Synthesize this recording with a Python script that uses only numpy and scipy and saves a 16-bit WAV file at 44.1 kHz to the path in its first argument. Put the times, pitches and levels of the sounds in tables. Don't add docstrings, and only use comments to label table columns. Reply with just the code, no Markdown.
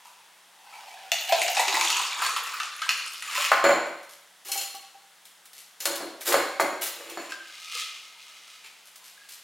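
import sys
import numpy as np
from scipy import signal
from scipy.io import wavfile
from scipy.ndimage import uniform_filter1d

SR = 44100
rng = np.random.default_rng(int(sys.argv[2]) if len(sys.argv) > 2 else 0)


def put_to_file(sound):
    columns = np.atleast_2d(sound).T
    safe = np.clip(columns, -1, 1)
    whole_steps = np.round(safe * 32767)
    wavfile.write(sys.argv[1], SR, whole_steps.astype(np.int16))


N = 415863
TIME = np.arange(N) / SR
RING_TIME = TIME[:SR // 2]
EDGE_HZ = 15950


def amp(db):
    return 10 ** (np.asarray(db) / 20)


def unit(x):
    return x / np.sqrt(np.mean(x ** 2) + 1e-20)


def unit_peak(x, size=132):
    return x / np.sqrt(uniform_filter1d(x ** 2, size, mode="constant").max() + 1e-20)


def read(points, hz):
    f, value = np.transpose(points)
    return np.interp(np.log(hz + 1), np.log(f + 1), value)


def level(rows):
    s, db = np.transpose(rows)
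    return amp(np.interp(TIME, s, db)) * (TIME >= s[0]) * (TIME <= s[-1])


def add(mix, s, sound):
    part = mix[max(round(s * SR), 0):][:len(sound)]
    part += sound[:len(part)]


def colour(x, spectrum, size=4096):
    log_gain = np.log(amp(read(spectrum, abs(np.fft.fftfreq(size, 1 / SR)))))
    minimum_phase = np.exp(np.conj(signal.hilbert(log_gain)))
    taps = np.fft.ifft(minimum_phase).real[:size // 2]
    return signal.fftconvolve(x, taps)[:len(x)]


def high_pass(x, hz, order=4):
    return signal.sosfilt(signal.butter(order, hz, "high", fs=SR, output="sos"), x)


def resonate(x, hz, width_hz):
    turn = np.exp(2j * np.pi * np.cumsum(hz * np.ones(len(x))) / SR)
    r = np.exp(-np.pi * width_hz / SR)
    return 2 * (turn * signal.lfilter([1 - r], [1, -r], x / turn + 1e-18)).real


def contact(t60):
    return rng.standard_normal(len(RING_TIME)) * np.exp(-np.log(1000) * RING_TIME / t60)


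def ring(modes, detune=0.0016):
    hz, db, t60 = np.transpose(modes)[:, :, None]
    weight, phase, shift = rng.standard_normal((3, len(modes), 1))
    hz = hz * (1 + detune * shift)
    size = amp(db + 3 * weight) * (hz < EDGE_HZ)
    fade = np.exp(-np.log(1000) * RING_TIME / t60)
    tones = size * fade * np.sin(2 * np.pi * (hz * RING_TIME + phase))
    return unit_peak(tones.sum(0))


def jangle(modes, t60, detune=0.0074):
    rings = sum(signal.fftconvolve(contact(t60), ring(modes, detune))[:len(RING_TIME)] for _ in range(3))
    return unit_peak(rings)


def grains(per_s, spread_db):
    size = amp(spread_db * np.minimum(rng.exponential(1, N), 4)) * rng.choice([-1, 1], N)
    return unit(size * (rng.random(N) < per_s / SR))


def strokes(rows, attack_s, release_s, swell_db):
    out = np.zeros(N)
    for start, length, db in rows:
        age = np.maximum(TIME - start, 0)
        held = amp(db + swell_db * (np.minimum(age / length, 1) - .5))
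        out += np.minimum(age / attack_s, 1) * held * np.exp(-np.maximum(age - length, 0) / release_s)
    return out


def wander(span_s):
    size = max(int(span_s * SR), 2)
    return unit(uniform_filter1d(uniform_filter1d(rng.standard_normal(N), size), size // 2))


def bubbles(per_s, low_hz, high_hz, cycles, count=24):
    out, t = np.zeros(N), RING_TIME[:SR // 20]
    for hz in np.geomspace(low_hz, high_hz, count):
        age = t * hz / cycles
        ping = np.exp(-age) * np.sin(2 * np.pi * hz * t * (1 + .01 * age))
        for s, luck, size in rng.random((round(N / SR) * 10, 3)):
            if luck < per_s / count / 10:
                add(out, s * N / SR, amp(16 * size) * ping)
    return unit(out)


# (time [s], pitch [Hz])
HOLLOW_NOTE = [(0, 970), (.7, 876), (1.12, 730), (1.42, 733), (1.62, 800), (1.85, 964), (2.2, 1160),
               (2.7, 1288), (7.6, 1274), (9.4, 1310)]


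def hollow_hz(s):
    return np.interp(s, *np.transpose(HOLLOW_NOTE))


def hollow(x, hz, width_hz):
    return high_pass(resonate(resonate(x, hz, 2 * width_hz), hz, width_hz), hz=464)


def stream(flow, spectrum, per_s, splash_db, bubble_db, hollow_db, width_hz, hollow_growth, lumpy_db):
    drops = grains(per_s, spread_db=4)
    fizz = bubbles(per_s=180, low_hz=1100, high_hz=7000, cycles=14)
    patter = amp(splash_db) * unit(colour(drops, spectrum)) + amp(bubble_db) * fizz
    gain = level(flow)
    share = np.maximum(gain / gain.max(), amp(-40)) ** hollow_growth
    air_note = unit(hollow(drops, hollow_hz(TIME), width_hz)) * share
    lumps = unit(amp(lumpy_db * wander(span_s=0.038)))
    return gain * lumps * (patter + amp(hollow_db) * air_note)


# (frequency [Hz], level per Hz [dB])
HISS_COLOUR = [(15, -90), (25, -34), (130, -18.5), (170, -14), (384, -6.5), (775, 1.5), (1260, 1.5),
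               (1480, 2.5), (2110, 2), (2350, -2), (3430, 2), (4140, -2.5), (10400, -5.5), (14800, -13.5),
               (16000, -12.5)]
# (frequency [Hz], level [dB])
HUM_TONES = [(120, -99), (180, -83.5)]


def air(hiss_db=-56.5, side_db=-13):
    mid, side = (unit(colour(noise, HISS_COLOUR)) for noise in rng.standard_normal((2, N)))
    hum = sum(amp(db) * unit(np.sin(2 * np.pi * hz * TIME)) for hz, db in HUM_TONES)
    return amp(hiss_db) * (mid + np.array([[1], [-1]]) * amp(side_db) * side) + hum


# (time [s], level [dB])
DRIBBLE_FLOW = [(0.0, -49.5), (0.076, -48.5), (0.468, -62.5), (0.762, -39), (1.1, -43)]
# (frequency [Hz], level per Hz [dB])
SLIDE_COLOUR = [(100, -63), (350, -27.5), (900, -0.5), (1600, 3.5), (2600, 9), (4000, 1.5), (7000, -2),
                (11000, -6.5), (16000, -13)]


def dribble():
    return stream(DRIBBLE_FLOW, SLIDE_COLOUR, per_s=1300, splash_db=-14.0, bubble_db=-15,
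                  hollow_db=-11.5, width_hz=220, hollow_growth=0.0634, lumpy_db=0.0)


# (start [s], length [s], level [dB])
BRUSH_STROKES = [(.048, 0.014, -57), (4.09, 0.04, -53), (5.248, 0.006, -56), (5.55, 0.051, -49.5),
                 (8.855, 0.011, -52.5), (9.04, 0.046, -53), (9.29, 0.053, -49.5)]
# (frequency [Hz], level per Hz [dB])
BRUSH_COLOUR = [(300, -36), (2000, -8.5), (5000, -5), (8000, -7.5), (13000, -7.5), (16000, -27)]


def brushes():
    touch = unit(colour(grains(per_s=2700, spread_db=5.5), BRUSH_COLOUR))
    return strokes(BRUSH_STROKES, attack_s=0.0022, release_s=0.028, swell_db=0.5) * touch


# (time [s], crunch level [dB], level of the glass's hollow [dB])
SINGLE_CRUNCHES = [(0.053, -42, -46), (1.320, -28, -14), (1.415, -15.5, -46), (1.5938, -16, -17.5),
                   (1.8445, -17.5, -31), (2.014, -23, -37), (2.2182, -26, -20), (2.2616, -17, -34),
                   (2.5355, -43, -27.5)]
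# (frequency [Hz], level per Hz [dB])
RATTLE_COLOUR = [(40, -41.5), (120, -40), (350, -5.5), (700, -5.5), (1600, 2), (2500, 0.5), (4000, 4.5),
                 (5600, 0.5), (7200, 4.5), (10000, -3), (16000, -29)]
# (frequency [Hz], level [dB], t60 [s])
GLASS_MODES = [(2180, -8, .1), (2530, -2, .1), (2600, -3, .1), (2810, -3, .08), (3150, -4, .06),
               (3600, -3, .06), (4400, -2, .06), (6900, -5, .07), (7100, -3, .08), (9100, -10, .05),
               (10000, -10, .05), (13000, -11, .04)]


def crunches(clumps, crunch_db=-8, hollow_db=-3, glass_db=-15, swell_s=0.0033, width_hz=220):
    out, age = np.zeros(N), RING_TIME / swell_s
    for s, db, air_db in clumps:
        contacts = rng.standard_normal(len(age)) ** 3 * age * np.exp(-age)
        glass = signal.fftconvolve(contacts, ring(GLASS_MODES, detune=.02))[:len(age)]
        crunch = unit_peak(colour(contacts, RATTLE_COLOUR))
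        thump = unit_peak(hollow(contacts, hollow_hz(s), width_hz))
        add(out, s, amp(db + crunch_db) * crunch + amp(db + glass_db) * unit_peak(glass))
        add(out, s, amp(air_db + hollow_db) * thump)
    return out


# (time [s], level [dB])
RIM_HITS = [(1.117, -33), (1.205, -37), (1.292, -35), (1.323, -41), (1.6, -39), (1.81, -44)]
# (frequency [Hz], level [dB], t60 [s])
RIM_MODES = [(13600, 1, 0.12), (14080, -1.5, .08), (14480, -14.5, .08)]


def pings(ping_db=-3):
    out = np.zeros(N)
    for s, db in RIM_HITS:
        add(out, s, amp(db + ping_db) * jangle(RIM_MODES, t60=.02))
    return out


# (time [s], clack level [dB], level of the glass's hollow [dB],
# the cube's own pitch [Hz], t60 of its chatter [s])
CUBE_HITS = [(1.118, -11, -30.5, 2790, 0.015), (1.2914, -23.5, -34, 2230, 0.037),
             (1.3228, -16.5, -26, 2750, 0.075), (1.4794, -19.5, -24.5, 3270, 0.049),
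             (1.5478, -23.5, -37, 3650, 0.023), (1.5688, -17, -20, 2470, 0.067),
             (1.6531, -30, -30, 2800, 0.031), (1.681, -15.5, -30, 2530, 0.023),
             (1.7262, -21.5, -25, 2540, .025), (1.7698, -23, -23.5, 2530, .025),
             (1.8114, -14, -26, 2410, 0.015), (1.9022, -14, -47, 4370, 0.0092),
             (1.9657, -20, -30.5, 2610, 0.017), (1.997, -28, -23.5, 3320, .025),
             (2.2652, -31, -32, 4500, .02), (2.363, -22.5, -22.5, 2560, 0.041),
             (2.6001, -22.5, -25, 1590, 0.034), (2.6327, -26, -45, 1550, .025),
             (2.794, -33.5, -57, 2510, 0.022), (2.818, -24, -25, 1580, 0.068),
             (2.8916, -10.5, -34, 4370, 0.0084), (2.907, -21.5, -39, 2780, 0.011),
             (2.997, -34, -37, 4400, 0.032), (3.223, -25.5, -41, 7100, .025),
             (3.3295, -24.5, -42, 2550, .03), (3.3782, -28, -27.5, 1520, 0.028),
             (3.449, -18, -47, 2770, 0.027), (3.491, -24.5, -40, 2600, .012),
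             (7.321, -28.5, -39, 1640, 0.034)]
# (frequency [Hz], level per Hz [dB])
CLACK_COLOUR = [(40, -53.5), (120, -44), (350, -45), (700, -8.5), (1600, 1), (2700, 5.5), (4200, 0.5),
                (6000, -3.5), (9000, -10), (13000, -19.5), (16000, -41)]
# (multiple of its pitch, level [dB], t60 [s])
CUBE_MODES = [(1, 0, .025), (1.13, -5, .015), (1.24, -3, .02), (1.525, 0, .03), (1.85, -6, .012),
              (2.33, -5, .025), (3.36, -17, .012)]


def ice(clack_db=-6, hollow_db=-2, glass_db=-12, cube_db=-8, width_hz=190):
    out = np.zeros(N)
    for s, db, air_db, hz, chatter_s in CUBE_HITS:
        cube = np.array(CUBE_MODES) * [hz, 1, 1]
        clack = unit_peak(colour(contact(chatter_s), CLACK_COLOUR))
        clack += amp(glass_db) * jangle(GLASS_MODES, t60=.01, detune=.02)
        clack += amp(cube_db) * unit_peak(ring(cube, detune=.006) + jangle(cube, t60=.008, detune=.015))
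        thump = unit_peak(hollow(contact(t60=0.047), hollow_hz(s), width_hz))
        add(out, s, amp(db + clack_db) * clack + amp(air_db + hollow_db) * thump)
    return out


# (time [s], pitch [Hz], level [dB])
AIR_POCKETS = [(1.119, 684, -31), (1.292, 760, -27.5), (1.325, 693, -16), (1.594, 1956, -26.5),
               (1.33, 510, -47), (1.59, 494, -42.5), (1.675, 389, -41), (1.735, 344.8, -40.5),
               (2.222, 1036, -27), (2.825, 1580, -31), (3.284, 1225, -36), (3.356, 1040, -32),
               (3.379, 586, -35), (7.318, 1577, -33), (7.747, 487, -53.5), (8.15, 940, -60),
               (8.644, 423, -65.5), (9.011, 1024, -62), (9.175, 1635, -51.5), (9.215, 1650, -55)]


def gulps(glide=0.098, cycles=56):
    out, t = np.zeros(N), RING_TIME
    swell = 1 - np.exp(-(t / .003) ** 2)
    for s, hz, db in AIR_POCKETS:
        decay = np.exp(-np.log(1000) * t * hz / cycles)
        tone = np.sin(2 * np.pi * hz * t * (1 + glide * t))
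        add(out, s, amp(db) * unit_peak(swell * decay * tone))
    return out


# (time [s], level [dB])
POUR_FLOW = [(1.13, -39), (1.21, -32.5), (1.28, -38), (1.31, -33), (1.44, -28.5), (1.54, -35), (1.6, -30),
             (1.84, -27), (1.99, -29.5), (2.18, -36), (2.27, -34.5), (2.72, -40), (3.05, -37),
             (3.17, -40.5), (3.331, -43)]


def pour():
    return stream(POUR_FLOW, RATTLE_COLOUR, per_s=270, splash_db=-11.0, bubble_db=-13.5,
                  hollow_db=-11.0, width_hz=460, hollow_growth=0.12, lumpy_db=7.5)


def pour_clumps(per_s=14, clump_db=2, spread_db=2.5, hollow_db=-8):
    s, flow_db = np.transpose(POUR_FLOW)
    slots = np.arange(60) / per_s + s[0]
    times = slots + rng.random(len(slots)) / per_s
    db = np.interp(times, s, flow_db) + clump_db + spread_db * rng.standard_normal(len(slots))
    return [row for row in zip(times, db, db + hollow_db) if row[0] < s[-1]]


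def chips(per_s, low_hz, high_hz, cycles, tilt_db, count=40):
    out, t = np.zeros(N), RING_TIME[:SR // 80]
    for hz in np.geomspace(low_hz, high_hz, count):
        tick = np.exp(-t * hz / cycles) * np.sin(2 * np.pi * hz * t)
        tick *= amp(tilt_db * np.log2(hz / low_hz))
        for s, luck, size in rng.random((round(N / SR) * 40, 3)):
            if luck < per_s / count / 40:
                add(out, s * N / SR, amp(15 * size ** 2) * tick)
    return unit(high_pass(out, hz=1500))


def tinkle(tinkle_db=-7.0, glass_db=-20):
    shards = chips(per_s=170, low_hz=2000, high_hz=14800, cycles=4, tilt_db=-.5)
    glass = signal.oaconvolve(shards, jangle(GLASS_MODES, t60=.01, detune=.015))[:N]
    glass = unit(high_pass(glass, hz=5600))
    flow = level(POUR_FLOW)
    return flow * (amp(tinkle_db) * shards + amp(glass_db) * (flow / flow.max()) ** 2 * glass)


# (frequency [Hz], width [Hz], level [dB])
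SINGING_MODES = [(2540, 350, -14.5), (6740, 300, -13.5), (12800, 360, -24.5)]


def singing_wall():
    flow, rub = level(POUR_FLOW), grains(per_s=350, spread_db=3)
    song = np.zeros(N)
    for hz, width_hz, db in SINGING_MODES:
        song += amp(db) * unit(resonate(resonate(rub, hz, width_hz), hz, 2 * width_hz))
    return flow ** 2 / flow.max() * song


# (time [s], level [dB])
CHURN_LEVEL = [(1.3, -62.5), (1.65, -36.5), (2.0, -39.5), (2.3, -37), (2.76, -48), (2.86, -37), (3.15, -65),
               (3.29, -53), (3.37, -32.5), (3.489, -38)]


def slush(wet_db=-1, deep_db=-15, deep_ratio=0.435, spread_octaves=0.24, spread_db=4, cycles=26, count=170):
    out, t = np.zeros(N), RING_TIME[:SR // 8]
    when, churn_db = np.transpose(CHURN_LEVEL)
    for k, (late, pitch, size) in enumerate(rng.uniform(-0.89, 1, (count, 3))):
        s = when[0] + (when[-1] - when[0]) * (k + late) / count
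        ratio, db = (deep_ratio, deep_db) if k % 3 == 0 else (1, 0)
        hz = hollow_hz(s) * ratio * 2 ** (spread_octaves * (2 * pitch + .5))
        fade = (1 - np.exp(-t * hz)) * np.exp(-np.log(1000) * t * hz / cycles)
        ping = fade * np.sin(2 * np.pi * hz * t * (1 + t))
        db += np.interp(s, when, churn_db) + wet_db + spread_db * size
        add(out, s, amp(db) * unit_peak(ping))
    return out


# (start [s], length [s], level [dB])
SLIDE_STROKES = [(1.57, 0.16, -58), (2.21, 0.047, -32), (3.25, 0.096, -41.5), (3.345, 0.12, -31),
                 (6.97, 0.19, -51), (7.18, 0.1, -50), (7.29, 0.022, -45), (8.638, 0.029, -47)]
# (frequency [Hz], level [dB], t60 [s])
STEEL_MODES = [(339, -11, .4), (570, -11, .25), (1550, -15, .12), (2190, -15, .15), (2530, -12, .08),
               (4215, -2, .04), (4380, -2, .04), (6900, -4, .04), (7030, -2, .04), (7230, -3, .04),
               (7450, -8, .03), (10790, -13, .04), (11000, -14, .04)]


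def slides(steel_db=-10):
    rub = grains(per_s=1500, spread_db=3.2)
    steel = signal.oaconvolve(rub, jangle(STEEL_MODES, t60=0.009))[:N]
    steel = unit(high_pass(steel, hz=5300))
    grating = unit(colour(rub, SLIDE_COLOUR)) + amp(steel_db) * steel
    return strokes(SLIDE_STROKES, attack_s=0.0086, release_s=0.0075, swell_db=2) * grating


def rocking(loss_db, t60, count=6):
    out, s = np.zeros(len(RING_TIME)), 0
    for rebound in range(count):
        add(out, s, amp(-loss_db * rebound) * contact(t60))
        s += 0.019 * rng.uniform(.5, 1.5)
    return out


def rocked(modes, loss_db, t60):
    rings = sum(signal.fftconvolve(rocking(loss_db, t60), ring(modes, detune=.015))[:len(RING_TIME)]
                for _ in range(3))
    return unit_peak(rings, size=880)


# (time [s], clatter of its load [dB], thud of its base [dB],
# low boom [dB], steel ring [dB], hum of its air column [dB], loss at each rebound [dB])
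SHAKER_KNOCKS = [(3.517, -13.5, -16.5, -36.5, -54, -40, 9), (3.542, -36, -32, -38, -49, -38, 9),
                 (3.641, -16.5, -14.5, -17.5, -28, -15, 4), (3.693, -22, -15, -21.5, -38, -17.5, 3.5),
                 (5.856, -30, -33, -38.5, -38.5, -31, 4), (6.005, -38, -35, -31, -57, -39, 7),
                 (6.322, -22, -30, -34, -33, -24, 9), (6.342, -20, -19, -24.5, -32, -20, 5.5),
                 (6.598, -19, -16, -19.5, -36, -24, 10), (7.173, -33.5, -33, -35, -40, -44, 6.5)]
# (frequency [Hz], level per Hz [dB])
THUD_COLOUR = [(30, -40), (200, -35), (450, -12), (680, 5.5), (900, -4), (1400, -9.5), (3000, -38),
               (8000, -66)]
# (frequency [Hz], level per Hz [dB])
CLATTER_COLOUR = [(30, -62), (100, -32), (220, -30), (340, -19), (550, -3), (800, 2.5), (1500, 4.5),
                  (2200, -0.5), (3200, -10), (6000, -19), (16000, -27.5)]
# (frequency [Hz], level per Hz [dB])
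BOOM_COLOUR = [(25, -30), (70, -40), (120, -16), (190, -0.5), (250, 1.5), (330, 14.5), (450, 7.5),
               (570, 15.5), (800, 3), (1500, -29), (4000, -81)]
# (frequency [Hz], level [dB], t60 [s])
BODY_MODES = [(593, -7, 0.066), (704, 0, 0.032), (768, 2, 0.046), (890, 2, 0.022), (970, 3.5, 0.037),
              (1060, 4.5, 0.067), (1090, -2, 0.025), (1280, 3.5, 0.015), (1326, 3, 0.013),
              (1440, -3, 0.024), (1575, -1.5, 0.083), (1680, -5, 0.047), (2040, -6.5, 0.037),
              (2190, 5, .025), (2510, -17, .02)]


def knocks(clatter_db=-5, body_db=-8, thud_db=-1, boom_db=-11, steel_db=-3, column_db=-8, chatter_t60=0.025):
    thuds, clatter, booms = np.zeros((3, N))
    thud = unit_peak(colour(signal.unit_impulse(len(RING_TIME)), THUD_COLOUR))
    for s, db, base_db, low_db, ring_db, air_db, loss_db in SHAKER_KNOCKS:
        chatter = rocking(loss_db, chatter_t60)
        rings = amp(db + body_db) * rocked(BODY_MODES, loss_db, chatter_t60)
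        rings += amp(ring_db + steel_db) * rocked(STEEL_MODES, loss_db, chatter_t60)
        rings += amp(air_db + column_db) * ring([(567, 0, 0.21)])
        add(thuds, s, amp(base_db + thud_db) * thud)
        add(clatter, s, amp(db + clatter_db) * unit_peak(colour(chatter, CLATTER_COLOUR), size=440))
        add(clatter, s, high_pass(rings, hz=303))
        add(booms, s, amp(low_db + boom_db) * unit_peak(colour(chatter, BOOM_COLOUR), size=880))
    return thuds, clatter, booms


# (time [s], tick level [dB], ring of its plate [dB])
STRAINER_CLINKS = [(3.87, -49, -60), (4.03, -49.5, -62), (4.449, -52, -46), (4.484, -44, -35),
                   (4.517, -31, -23), (4.576, -34, -27.5), (4.612, -32.5, -33.5), (4.749, -40.5, -43.5),
                   (5.254, -46, -57), (5.455, -47, -56), (5.532, -44, -55.5), (5.804, -33, -33),
                   (5.855, -19.5, -24.5), (5.956, -31.5, -37), (6.325, -23.5, -38), (6.603, -28, -31),
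                   (7.098, -37.5, -46), (8.958, -43.5, -63), (9.289, -42.5, -56)]
# (frequency [Hz], level per Hz [dB])
CLINK_COLOUR = [(100, -36), (400, -15), (1000, -19), (2000, -5), (4000, -0.5), (7000, -2.5), (11000, -2.5),
                (16000, -7)]
# (frequency [Hz], level [dB], t60 [s])
PLATE_MODES = [(2223, -11, .16), (2670, -4, .16), (2890, -7, .14), (3140, -8, .12), (4210, 1, .13),
               (4290, -5, .1), (5250, -3, .09), (5679, -3, .1), (5986, -4, .11), (6450, -7, .07),
               (6896, 0, .09), (7050, -4, .08), (7590, -6, .08), (7935, -4, .08), (9378, 1, .09),
               (9600, -3, .06), (9959, 0, .09), (11540, -6, .07), (11780, -2, .07), (13600, -7, .06)]
GRIP_DAMPING = .6


def clinks(tick_db=-1, ring_db=-2, gripped_s=5.1):
    out = np.zeros(N)
    for s, db, plate_db in STRAINER_CLINKS:
        tick = unit_peak(colour(contact(t60=0.065), CLINK_COLOUR))
        modes = np.array(PLATE_MODES) * [1, 1, 1 if s < gripped_s else GRIP_DAMPING]
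        plate = unit_peak(ring(modes, detune=.002) + .5 * jangle(modes, t60=.02, detune=.008))
        add(out, s, amp(db + tick_db) * tick + amp(plate_db + ring_db) * plate)
    return out


# (start [s], length [s], level [dB])
RASP_STROKES = [(4.448, 0.1, -42.5), (4.515, 0.12, -39.5), (5.797, 0.046, -41), (6.204, 0.016, -36.5),
                (6.25, 0.023, -32), (6.265, 0.045, -29), (6.81, 0.027, -28.5), (6.855, 0.021, -32.5)]
# (frequency [Hz], level per Hz [dB])
SPRING_COLOUR = [(100, -38), (350, 3), (1000, 3.5), (2500, 7), (5000, 6.5), (9000, 4.5), (13000, 7.5),
                 (16000, -0.5)]


def rasps(rasp_db=-1, sing_db=-15):
    ticks = unit(colour(grains(per_s=3900, spread_db=2.0), SPRING_COLOUR))
    coils = strokes(RASP_STROKES, attack_s=0.0085, release_s=0.014, swell_db=-0.5) * ticks
    plate = jangle(np.array(PLATE_MODES) * [1, 1, GRIP_DAMPING], t60=.01, detune=.012)
    song = signal.oaconvolve(coils, plate / np.linalg.norm(plate))[:N]
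    return amp(rasp_db) * coils + amp(sing_db) * song


# (time [s], level [dB])
HOLDER_JOSTLES = [(4.49, -40), (4.556, -36.5), (4.746, -41), (4.946, -51)]
# (frequency [Hz], level [dB], t60 [s])
HOLDER_MODES = [(483, -5, 0.067), (606, -7, 0.041), (696, -3.5, 0.053), (787, 7.5, 0.18), (1123, 4, 0.12)]


def holder(ring_db=-2):
    out = np.zeros(N)
    for s, db in HOLDER_JOSTLES:
        add(out, s, amp(db + ring_db) * ring(HOLDER_MODES))
    return out


# (start [s], length [s], level [dB])
DRAG_STROKES = [(5.89, 0.052, -42), (5.995, 0.06, -44), (6.27, 0.15, -33), (6.94, 0.33, -53.5)]
# (frequency [Hz], level per Hz [dB])
SCRAPE_COLOUR = [(40, -40), (150, -25), (240, -22), (325, 2.5), (450, -3), (550, 3.5), (700, -7),
                 (1100, -5), (2000, -17), (5000, -45)]


def drags(steel_db=-14):
    slips = grains(per_s=500, spread_db=4.0)
    steel = unit(signal.oaconvolve(slips, ring(STEEL_MODES))[:N])
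    scrape = unit(colour(slips, SCRAPE_COLOUR)) + amp(steel_db) * steel
    return strokes(DRAG_STROKES, attack_s=0.019, release_s=0.016, swell_db=-9.5) * scrape


# (time [s], level [dB])
TRICKLE_FLOW = [(7.42, -49.5), (7.66, -45), (7.76, -32.5), (7.81, -33), (7.87, -45), (8.14, -54.5),
                (8.22, -50.5), (8.55, -53.5), (8.81, -62.5), (9.26, -59), (9.43, -62)]
# (frequency [Hz], level per Hz [dB])
SPLASH_COLOUR = [(100, -38), (450, -27), (900, -17), (1300, -8), (1750, 8), (2100, 2), (2400, 12.5),
                 (3300, 17), (4500, 13.5), (6500, 11), (10000, 3), (16000, -8)]


def trickle():
    return stream(TRICKLE_FLOW, SPLASH_COLOUR, per_s=1100, splash_db=-4.0, bubble_db=-17.5,
                  hollow_db=-22.5, width_hz=56, hollow_growth=0.0, lumpy_db=1.5)


# (frequency [Hz], width [Hz], level [dB])
CUBE_POCKETS = [(1257, 54, -12), (2106, 55, -8), (2430, 84, -7.5), (2850, 135, -8)]


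def gurgle(gurgle_db=-1, count=420):
    out, t = np.zeros(N), RING_TIME[:SR // 16]
    when, flow_db = np.transpose(TRICKLE_FLOW)
    for k, (late, pitch, size) in enumerate(rng.uniform(-1, 1, (count, 3))):
        s = when[0] + (when[-1] - when[0]) * (k + late + 1) / (count + 1)
        hz, width_hz, db = CUBE_POCKETS[k % len(CUBE_POCKETS)]
        fade = (1 - np.exp(-t * hz)) * np.exp(-np.pi * width_hz * t)
        plink = fade * np.sin(2 * np.pi * (hz + width_hz * pitch) * t)
        db += np.interp(s, when, flow_db) + gurgle_db + 6 * size
        add(out, s, amp(db) * unit_peak(plink))
    return out


# (frequency [Hz], t60 [s])
ROOM_RING = [(100, 0.63), (350, 0.6), (800, 0.72), (2000, 0.83), (4000, 0.87), (8000, 0.6), (16000, 0.45)]
# (frequency [Hz], level of their difference [dB])
EAR_DIFFERENCE = [(100, -12), (300, -7), (700, -2), (2000, 0), (16000, -1)]


def room(x, wet_db, early_db=-7, side_db=-12, build_s=0.002, count=8):
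    t = TIME[:SR]
    taps = rng.choice([-1., 1.], (2, SR)) * (rng.random((2, SR)) < 4000 / SR)
    taps *= 1 - np.exp(-t / build_s)
    hz, age, z = signal.stft(taps, SR, nperseg=256)
    fade = np.exp(-np.log(1000) * age / read(ROOM_RING, hz)[:, None])
    tail = signal.istft(z * fade, SR, nperseg=256)[1][:, :SR]
    tail *= amp(wet_db) / np.linalg.norm(tail[0])
    for channel in tail:
        early = rng.integers(SR // 500, SR // 40, count)
        channel[early] += amp(early_db) * rng.choice([-1, 1], count) / np.sqrt(count)
    mid, side = signal.fftconvolve(x[None], tail, axes=1)[:, :N]
    return x + mid + np.array([[1], [-1]]) * amp(side_db) * colour(side, EAR_DIFFERENCE)


def scene():
    cubes = crunches(SINGLE_CRUNCHES + pour_clumps()) + pings() + ice() + tinkle() + singing_wall() + slides()
    liquid = dribble() + pour() + slush() + trickle() + gurgle()
    drink = room(cubes + liquid, wet_db=-0.5) + room(gulps(), wet_db=0.5)
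    thuds, clatter, booms = knocks()
    shaker = room(thuds, wet_db=-3.0) + room(clatter + drags(), wet_db=1.0)
    shaker += room(booms, wet_db=5.5, build_s=0.015)
    tools = room(brushes() + clinks() + rasps() + holder(), wet_db=-1.0)
    return high_pass(drink + tools, hz=252, order=2) + shaker + air()


def record(dry):
    left = colour(dry[0], [(2500, 0), (13000, .8)])
    right = colour(dry[1], [(2500, 0), (13000, -.8)])
    low_pass = signal.firwin(511, EDGE_HZ, window=("kaiser", 9), fs=SR)
    return signal.oaconvolve(np.array([left, right]), low_pass[None], "same", axes=1)


dry = scene()
out = record(dry)
put_to_file(out)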